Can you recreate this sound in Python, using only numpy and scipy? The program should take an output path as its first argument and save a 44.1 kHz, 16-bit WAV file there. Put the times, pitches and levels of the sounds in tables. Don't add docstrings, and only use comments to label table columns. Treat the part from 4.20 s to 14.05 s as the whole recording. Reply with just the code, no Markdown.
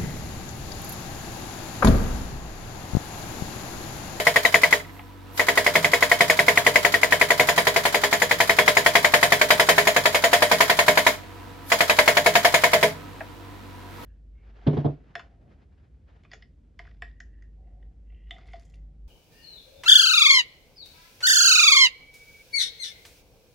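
import sys
import numpy as np
from scipy import signal
from scipy.fft import rfft, irfft, next_fast_len
from scipy.io import wavfile

SR = 44100
rng = np.random.default_rng(int(sys.argv[2]) if len(sys.argv) > 2 else 0)


def dump(signal):
    limited = np.clip(np.atleast_2d(signal).T, -1, 1)
    pcm = np.round(limited * 32767).astype(np.int16)
    wavfile.write(sys.argv[1], SR, pcm)


N = 434364

TIME = np.arange(N) / SR
BLOW_SAMPLES = int(.36 * SR)
AGE = np.arange(BLOW_SAMPLES) / SR

# first blow in seconds, number of blows.
BURSTS = [(-.0235, 7), (1.1943, 63), (7.5175, 13)]
# time in seconds, blows per second.
PACE = [(.5, 10.944), (1.2, 11.129), (1.55, 11.147), (2.1, 10.869), (2.9, 10.979), (3.4, 10.937),
        (5, 10.867), (5.6, 10.92), (6.85, 10.855), (7.5, 11.224), (7.75, 11.08), (8.4, 10.443)]
# time in seconds, depth from 0 to 1.
CHISEL_DEPTH = [(0, 0), (2.7, 0), (3.3, 0.2), (5, 0.56), (6.5, 0.67), (7.5, 1), (8.7, 0.48)]
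# time in seconds, level in dB.
FORCE = [(0, -24.5), (1.4, -26), (2, -23.5), (2.8, -25.5), (3.25, -23), (3.7, -25.5), (4.2, -22.5),
         (5.7, -22), (7.6, -22.5), (8, -21), (8.6, -22)]
# time in seconds, relative level in dB.
CHISEL_RING = [(0, -9.5), (.4, -6.5), (1.2, -12), (2.5, -8), (3.15, -10.5), (3.6, -19), (4.4, -9),
               (5.15, -11.5), (5.6, -15.5), (6.3, -19.5), (6.7, -13), (8.6, -14.5)]
# time in seconds, level in dB relative to the force.
CASING_BOOM = [(0, -1.5), (1.3, -3), (3.3, -1.2), (3.8, -2), (5.4, -1.5), (6.13, 1.5), (6.4, -1.5),
               (7.75, -1), (8.06, 2.5), (8.35, -1), (8.6, 4)]


def piston(fresh_hz=1982, sunk_rise_hz=45.3, jitter_s=.0004, pitch_spread_hz=45, boom_spread_db=1.2,
           force_spread_db=0.86):
    times = []
    for s, count in BURSTS:
        for _ in range(count):
            times.append(s)
            s += 1 / curve(PACE, s)
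    late, sharp, boom, hard = rng.standard_normal((len(times), 4)).T
    depth = curve(CHISEL_DEPTH, times)
    force_db = curve(FORCE, times) + force_spread_db * hard
    hz = fresh_hz + sunk_rise_hz * depth + pitch_spread_hz * (1 + depth) * sharp
    ring_db = curve(CHISEL_RING, times)
    boom_db = force_db + curve(CASING_BOOM, times) + boom_spread_db * boom
    return np.transpose([times + jitter_s * late, hz, ring_db, boom_db, force_db])


def thump(blows, hz=880, length_s=0.00055, centre_s=0.00076, thump_db=15.5):
    out = np.zeros(N)
    from_centre = AGE - centre_s
    swing = np.sin(2 * np.pi * hz * from_centre) * np.exp(-(from_centre / length_s) ** 2)
    for s, _, _, _, force_db in blows:
        add(out, s, from_db(force_db + thump_db) * swing)
    return out * from_db([[1], [-1]])


def chisel(blows, settled=.955, glide=0.304, settle_s=0.00299, width_hz=430, rebound_db=-13,
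           chisel_db=-3.5, least_ragged=0.28, most_ragged=0.97, ring_t60=0.029):
    out = np.zeros((2, N))
    smooth = signal.butter(3, width_hz, fs=SR, output="sos")
    chance = rng.standard_normal((len(blows), 4))
    vibrations = patterns(memory=0.853, fresh=0.11)
    for (s, hz, ring_db, _, _), pattern, (late, hard, free, bend) in zip(blows, vibrations, chance):
        bedding = glide * (1 + 0.2 * bend) * settle_s * (1 - np.exp(-AGE / settle_s))
        phase = 2 * np.pi * hz * (AGE * settled + bedding)
        sine, cosine = np.sin(phase), np.cos(phase)
        ragged = np.interp(curve(CHISEL_DEPTH, s), [0, 1], [least_ragged, most_ragged])
        flutter = rms_one(signal.sosfilt(smooth, pattern))
        rough = (flutter[0] * sine + flutter[1] * cosine) / np.sqrt(2)
        mid = (1 - ragged) * sine + ragged * rough
        side = (1 - ragged) * cosine / 2 + ragged * flutter[1] * sine
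        strike = swell(.0016, .0012, ring_t60 * np.exp(free / 4))
        rebound = from_db(rebound_db + 4.5 * hard) * swell(0.012 + 0.0027 * late, 0.00045, 0.013)
        ring = level_one(widen([mid, side], side_db=-3) * (strike + rebound), .015)
        add(out, s, from_db(ring_db + chisel_db) * ring)
    return out * from_db([[.8], [-.8]])


# pitch in Hz, level in dB relative to the force, t60 in seconds.
BAR_MODES = [(3346, -11, .26), (6736, -20, .4)]


def bar(blows, spread_db=4.5, fresh_db=-5):
    out = np.zeros((2, N))
    chance = rng.standard_normal((len(blows), len(BAR_MODES), 3))
    for (s, _, _, _, force_db), draws in zip(blows, chance):
        for (hz, mode_db, t60), (strength, *turn) in zip(BAR_MODES, draws):
            unseated_db = fresh_db * (1 - curve(CHISEL_DEPTH, s))
            level_db = force_db + mode_db + unseated_db + spread_db * strength
            tone = np.sin(2 * np.pi * hz * AGE + np.array(turn)[:, None])
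            add(out, s, from_db(level_db) * swell(0.0015, .002, t60) * tone)
    return out


def rock(blows, crack_db=-3, sunk_db=7, spread_db=3.0, t60=0.065, grit_db=1.0):
    out = np.zeros((2, N))
    for s, _, _, _, force_db in blows:
        noise = rng.standard_normal((2, BLOW_SAMPLES))
        grit = noise * from_db(grit_db * rng.exponential(1, BLOW_SAMPLES))
        depth_db = sunk_db * curve(CHISEL_DEPTH, s)
        level_db = force_db + crack_db + depth_db + spread_db * rng.standard_normal()
        crack = level_one(grit * swell(0, 0.00022, t60), 0.014)
        add(out, s + 0.00123, from_db(level_db) * crack)
    return colour(widen(out, side_db=2.0), [(100, -42), (700, -5), (1100, -2.5), (1600, 4.5), (2400, -9),
                                            (2800, -7.5), (4500, -7.0), (8000, -31), (16000, -36.5)])


# pitch in Hz, relative level in dB on fresh rock, relative level in dB
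# when sunk in, t60 in seconds.
CASING_MODES = [(140, -16.5, -27, 0.61), (164.2, -15, -26, 0.83), (207, -9, -15.5, 0.2),
                (269.2, -9.5, -15, 0.2), (416.2, 2.5, -9.5, .21), (479.6, 8.5, -1.5, 0.12),
                (497, -8, -24, 0.063), (607.9, 8.5, 2, 0.19), (643.6, 2.5, 0.5, 0.15),
                (685.3, 14.5, 9.5, 0.11), (850, -18, -11, 0.23), (971, -11, 4.5, 0.057),
                (979, -7, -2.5, 0.083), (1103, -35, 2, 0.058)]


def casing(blows, rise_s=.011, detune=.012, spread_db=3.0, phase_spread=0.77):
    out = np.zeros((2, N))
    hz, fresh_db, sunk_db, t60 = np.transpose(CASING_MODES)
    envelopes = swell(0.0016, rise_s, t60[:, None])
    phases = rng.uniform(0, 2 * np.pi, len(hz)) + rng.normal(0, 0.075, (2, len(hz)))
    chance = rng.standard_normal((len(blows), 3, len(hz)))
    for (s, _, _, boom_db, _), (strength, turn, strain) in zip(blows, chance):
        mode_db = fresh_db + curve(CHISEL_DEPTH, s) * (sunk_db - fresh_db) + spread_db * strength
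        weights = from_db(mode_db) * np.exp(1j * (phases + phase_spread * turn))
        angle = (2 * np.pi * np.outer(hz * (1 + detune * strain), AGE)).astype(np.float32)
        in_phase = weights.real @ (envelopes * np.cos(angle))
        quadrature = weights.imag @ (envelopes * np.sin(angle))
        add(out, s, from_db(boom_db) * level_one(in_phase - quadrature, 0.065))
    return out * from_db([[-.5], [.5]])


# pitch in Hz, relative level in dB.
STEEL_PARTIALS = [(1875, -1), (2060, -2), (2190, 13), (2548, 4), (3075, -1), (3385, 3.5), (3854, 0.5),
                  (4200, -2.5), (4590, -6), (4865, -1), (5020, -1), (6790, 6.5), (7040, -6.5), (8872, -1),
                  (10917, -13), (11180, -15), (12450, -17), (13447, -19), (15073, -9)]


def partials(blows, count=160, fine_db=-9, t60=0.13):
    main_hz, main_db = np.transpose(STEEL_PARTIALS)
    hz = np.append(main_hz, rng.uniform(3000, 15800, count))[:, None]
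    own = from_db(np.append(main_db, np.full(count, fine_db)))
    tones = np.sin(2 * np.pi * hz * AGE + rng.uniform(0, 2 * np.pi, hz.shape))
    waves = tones * swell(0.003, 0.0011, t60)
    strengths = own * rng.standard_normal((len(blows) * 2, len(hz)))
    pairs = (strengths @ waves).reshape(len(blows), 2, -1)
    return [level_one(pair, 0.038) for pair in pairs]


# frequency in Hz, level in dB per Hz.
RATTLE_COLOUR = [(30, -43.5), (150, -13), (320, -10), (450, 0), (680, 2.5), (800, -5.5), (980, 5.5),
                 (1350, -17.5), (1700, 3.5), (2000, 4), (2350, -1), (2700, -6.5), (3400, -6), (6000, -53)]
# frequency in Hz, level in dB per Hz.
CLATTER_COLOUR = [(50, -23.5), (1500, 2), (2450, -2), (2750, -15.5), (3200, -4), (5000, -2.5), (6000, -8),
                  (7400, -7), (8200, -13), (9900, -15), (11200, -10.5), (12200, -10), (13300, -10.5),
                  (14300, -10), (16000, -17)]
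# centre in Hz, width in Hz, peak in dB.
STEEL_RESONANCES = [(3050, 230, 10), (3187, 60, -6.5), (3886, 150, 4), (4870, 84, 0.5), (6660, 250, 3.5),
                    (7040, 32, 1), (8840, 270, 9.5), (10910, 260, 10), (13120, 64, 4), (16100, 100, 8)]


def frame(blows, rattle_db=3.5, clatter_db=-2.0, partials_db=-3.0, valve_db=-30.5, valve_lead_s=.019):
    rattle, clatter = np.zeros((2, 2, N))
    dull = level_one(swell(0.001, 0.00013, 0.17), 0.033)
    bright = level_one(swell(0.00029, 0.0003, 0.25), 0.046)
    spurt = level_one(swell(0, .002, .15), .018)
    chance = rng.standard_normal((len(blows), 2))
    lows = patterns(memory=0.787, fresh=0.26)
    highs = patterns(memory=0.69, fresh=0.66)
    for (s, _, _, _, force_db), low, high, ring, (early, loud) in zip(blows, lows, highs, partials(blows), chance):
        add(rattle, s, from_db(force_db + rattle_db) * dull * low)
        add(clatter, s, from_db(force_db + clatter_db) * (bright * high + from_db(partials_db) * ring))
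        oil = from_db(valve_db + loud) * spurt * high[:, ::-1]
        add(clatter, s - valve_lead_s + 0.0016 * early, oil)
    rattling = colour(widen(rattle, side_db=-3), RATTLE_COLOUR)
    clattering = colour(widen(clatter, side_db=0.5), CLATTER_COLOUR, STEEL_RESONANCES)
    return rattling * from_db([[1.1], [-1.1]]) + clattering * from_db([[-.5], [.5]])


def ground(blows, t60=0.065, ground_db=-46):
    out = np.zeros((2, N))
    for (s, *_), pattern in zip(blows, patterns(memory=0.61, fresh=0.48)):
        add(out, s, from_db(ground_db) * level_one(swell(0, 0.0025, t60), 0.061) * pattern)
    return colour(widen(out, side_db=-11), [(20, -11), (45, -7.0), (110, 0), (220, 0.5), (500, -36), (1500, -75)])


# start in seconds, level in dB, main pitch in Hz.
STONES = [(0.792, -34.5, 2100), (9.006, -26, 1700)]
# ratio to its main pitch, relative level in dB, t60 in seconds.
STONE_MODES = [(.4, -5, 0.09), (.57, -10, 0.044), (1, -5.5, 0.078), (1.35, -5, .03)]


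def stones(damping=0.11):
    out = np.zeros((2, N))
    edges = 1 + damping * np.array([-1, 1])
    for s, db, hz in STONES:
        for ratio, mode_db, t60 in STONE_MODES:
            mode = signal.butter(2, hz * ratio * edges, "band", fs=SR, output="sos")
            noise = widen(rng.standard_normal((2, BLOW_SAMPLES)), side_db=-7)
            scrape = rms_one(signal.sosfilt(mode, noise))
            add(out, s, from_db(db + mode_db) * swell(0, 0.0013, t60) * scrape)
    return out


# least delay in seconds,
# level in dB.
ECHOES = [(.071, -25), (.118, -35), (.163, -36.5), (.235, -45)]


def slope(x, leaves_cut_hz=4000):
    out = np.zeros((2, N))
    dull = signal.sosfilt(signal.butter(1, leaves_cut_hz, fs=SR, output="sos"), x)
    for delay_s, db in ECHOES:
        for ear in range(2):
            add(out[ear], delay_s + rng.uniform(0, .006), from_db(db) * dull[1 - ear])
    return out


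# time in seconds, peak of the added hiss in dB.
PRESSES = [(.76, -60.5), (9.85, -55)]


def hoses(blows, idle_db=-71, working_db=-67, fall_db_per_s=39, surge_db=-39, surge_lead_s=0.021,
          surge_rise_db_per_s=450, surge_fall_db_per_s=250, press_fade_db_per_s=114):
    struck = np.append(-10, blows[:, 0])
    since_blow = TIME - struck[np.searchsorted(struck, TIME) - 1]
    flow = from_db(idle_db) + from_db(working_db - fall_db_per_s * since_blow)
    for s, _ in BURSTS:
        age = TIME - s + surge_lead_s
        drop_db = np.maximum(-surge_rise_db_per_s * age, surge_fall_db_per_s * age)
        flow += from_db(surge_db - np.clip(drop_db, 0, 100))
    for s, db in PRESSES:
        flow += from_db(db - press_fade_db_per_s * np.abs(TIME - s))
    hiss = colour(rng.standard_normal((2, N)), [(1000, -14.0), (5000, -6), (9000, -10), (13000, 4), (16000, -17)])
    return flow * hiss


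# time in seconds, firings per second.
DIESEL_SPEED = [(0, 46.5), (.55, 46.3), (.8, 47.6), (1.2, 47.2), (1.6, 46.6), (6.85, 46.6), (7.2, 47.6),
                (7.55, 47), (8.6, 46.4), (8.9, 48.8), (9.27, 48.9), (9.5, 47.5), (9.85, 47.4)]
# multiple of the firing rate, rms level in dB before wavering.
EXHAUST_TONES = [(1, -51.5), (2, -47), (3, -69), (4, -61.5), (5, -61.5), (6, -54), (7, -61), (10, -70.5),
                 (15, -72), (18, -67), (21, -65), (24, -74)]
# time in seconds, noise level in dB before load_trim_db.
ENGINE_LOAD = [(0, -53), (.7, -44), (1.0, -47.5), (1.3, -37), (6.9, -41.5), (7.4, -41.5), (8.8, -40.5),
               (9.15, -42.5), (9.5, -42.5), (9.7, -41.5), (9.85, -38)]
# frequency in Hz, level in dB per Hz.
MACHINE_COLOUR = [(30, -50.5), (70, -1.5), (120, -1.5), (180, -6), (280, 1.5), (390, -5.5), (650, -9.5),
                  (1000, -10), (1500, -10), (2500, -14.5), (4000, -18.5), (5500, -24.5), (9000, -30),
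                  (16000, -30)]
# centre in Hz, width in Hz, peak in dB.
HOUSING_RESONANCES = [(275, 20, -0.5), (480.4, 29, 9.5), (702, 14, 13.5), (972, 105, 11), (1293, 12, 11.5)]


def diesel(throb=.15, waver=.08, load_trim_db=-2.5, rumble_db=-61):
    phase = 2 * np.pi * np.cumsum(curve(DIESEL_SPEED, TIME)) / SR
    knots = np.arange(0, 10, .08)
    tones = 0
    for order, db in EXHAUST_TONES:
        wobble, sway = (np.interp(TIME, knots, row) for row in rng.standard_normal((2, len(knots))))
        start = rng.uniform(0, 2 * np.pi) + np.array([[.35], [-.35]])
        tone = np.sin(order * phase + waver * sway + start)
        tones = tones + np.sqrt(2) * from_db(db) * (1 + waver * wobble) * tone
    white = rng.standard_normal((2, 2, N))
    throbbing = widen(white[0], side_db=-3.5) * (1 + throb * np.sin(2 * phase))
    noise = colour(throbbing, MACHINE_COLOUR, HOUSING_RESONANCES) * from_db([[-.8], [.8]])
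    deep = signal.butter(2, [40, 130], "band", fs=SR, output="sos")
    rumble = rms_one(signal.sosfilt(deep, widen(white[1], side_db=-17)))
    return tones + from_db(curve(ENGINE_LOAD, TIME) + load_trim_db) * noise + from_db(rumble_db) * rumble


def from_db(db):
    return 10 ** (np.asarray(db) / 20)


def rms_one(x):
    return x / np.sqrt(np.mean(x ** 2) + 1e-20)


def curve(rows, at):
    return np.interp(at, *np.transpose(rows))


def add(out, s, sound):
    start = int(round(s * SR))
    first, last = max(start, 0), min(start + sound.shape[-1], N)
    out[..., first:last] += sound[..., first - start:last - start]


def swell(delay_s, rise_s, t60):
    age = np.maximum(AGE - delay_s, 0)
    return (1 - np.exp(-age / rise_s)) * from_db(-60 * age / t60)


def level_one(x, over_s):
    return x / np.sqrt(np.mean(x[..., :int(over_s * SR)] ** 2) + 1e-20)


def widen(pair, side_db):
    side = from_db(side_db)
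    return np.array([pair[0] + side * pair[1], pair[0] - side * pair[1]]) / np.sqrt(1 + side ** 2)


def colour(x, spectrum, resonances=()):
    size = next_fast_len(N + SR // 2)
    size += size % 2
    hz = np.maximum(np.arange(size // 2 + 1) * SR / size, 1)
    points = np.array(spectrum)
    db = np.interp(np.log(hz), np.log(points[:, 0]), points[:, 1])
    for centre, width, peak_db in resonances:
        db = db + peak_db / (1 + (2 * (hz - centre) / width) ** 2)
    cepstrum = irfft(np.log(rms_one(from_db(db))))
    cepstrum[1:size // 2] *= 2
    cepstrum[size // 2 + 1:] = 0
    return irfft(rfft(x, size) * np.exp(rfft(cepstrum)))[..., :N]


def patterns(memory, fresh):
    kept = rng.standard_normal((2, BLOW_SAMPLES))
    while True:
        change, new = rng.standard_normal((2, 2, BLOW_SAMPLES))
        kept = memory * kept + np.sqrt(1 - memory ** 2) * change
        yield np.sqrt(1 - fresh) * kept + np.sqrt(fresh) * new


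def scene():
    blows = piston()
    hits = thump(blows) + chisel(blows) + bar(blows) + rock(blows)
    hits = hits + casing(blows) + frame(blows) + ground(blows) + stones()
    return hits + slope(hits) + hoses(blows) + diesel()


def record(dry, top=1.48, low_cut_hz=30, cutoff_hz=15900):
    heard = signal.sosfilt(signal.butter(2, low_cut_hz, "high", fs=SR, output="sos"), dry)
    rounded = top * np.tanh(heard / top)
    return signal.sosfilt(signal.ellip(10, .1, 70, cutoff_hz, fs=SR, output="sos"), rounded)


dry = scene()
out = record(dry)
dump(out)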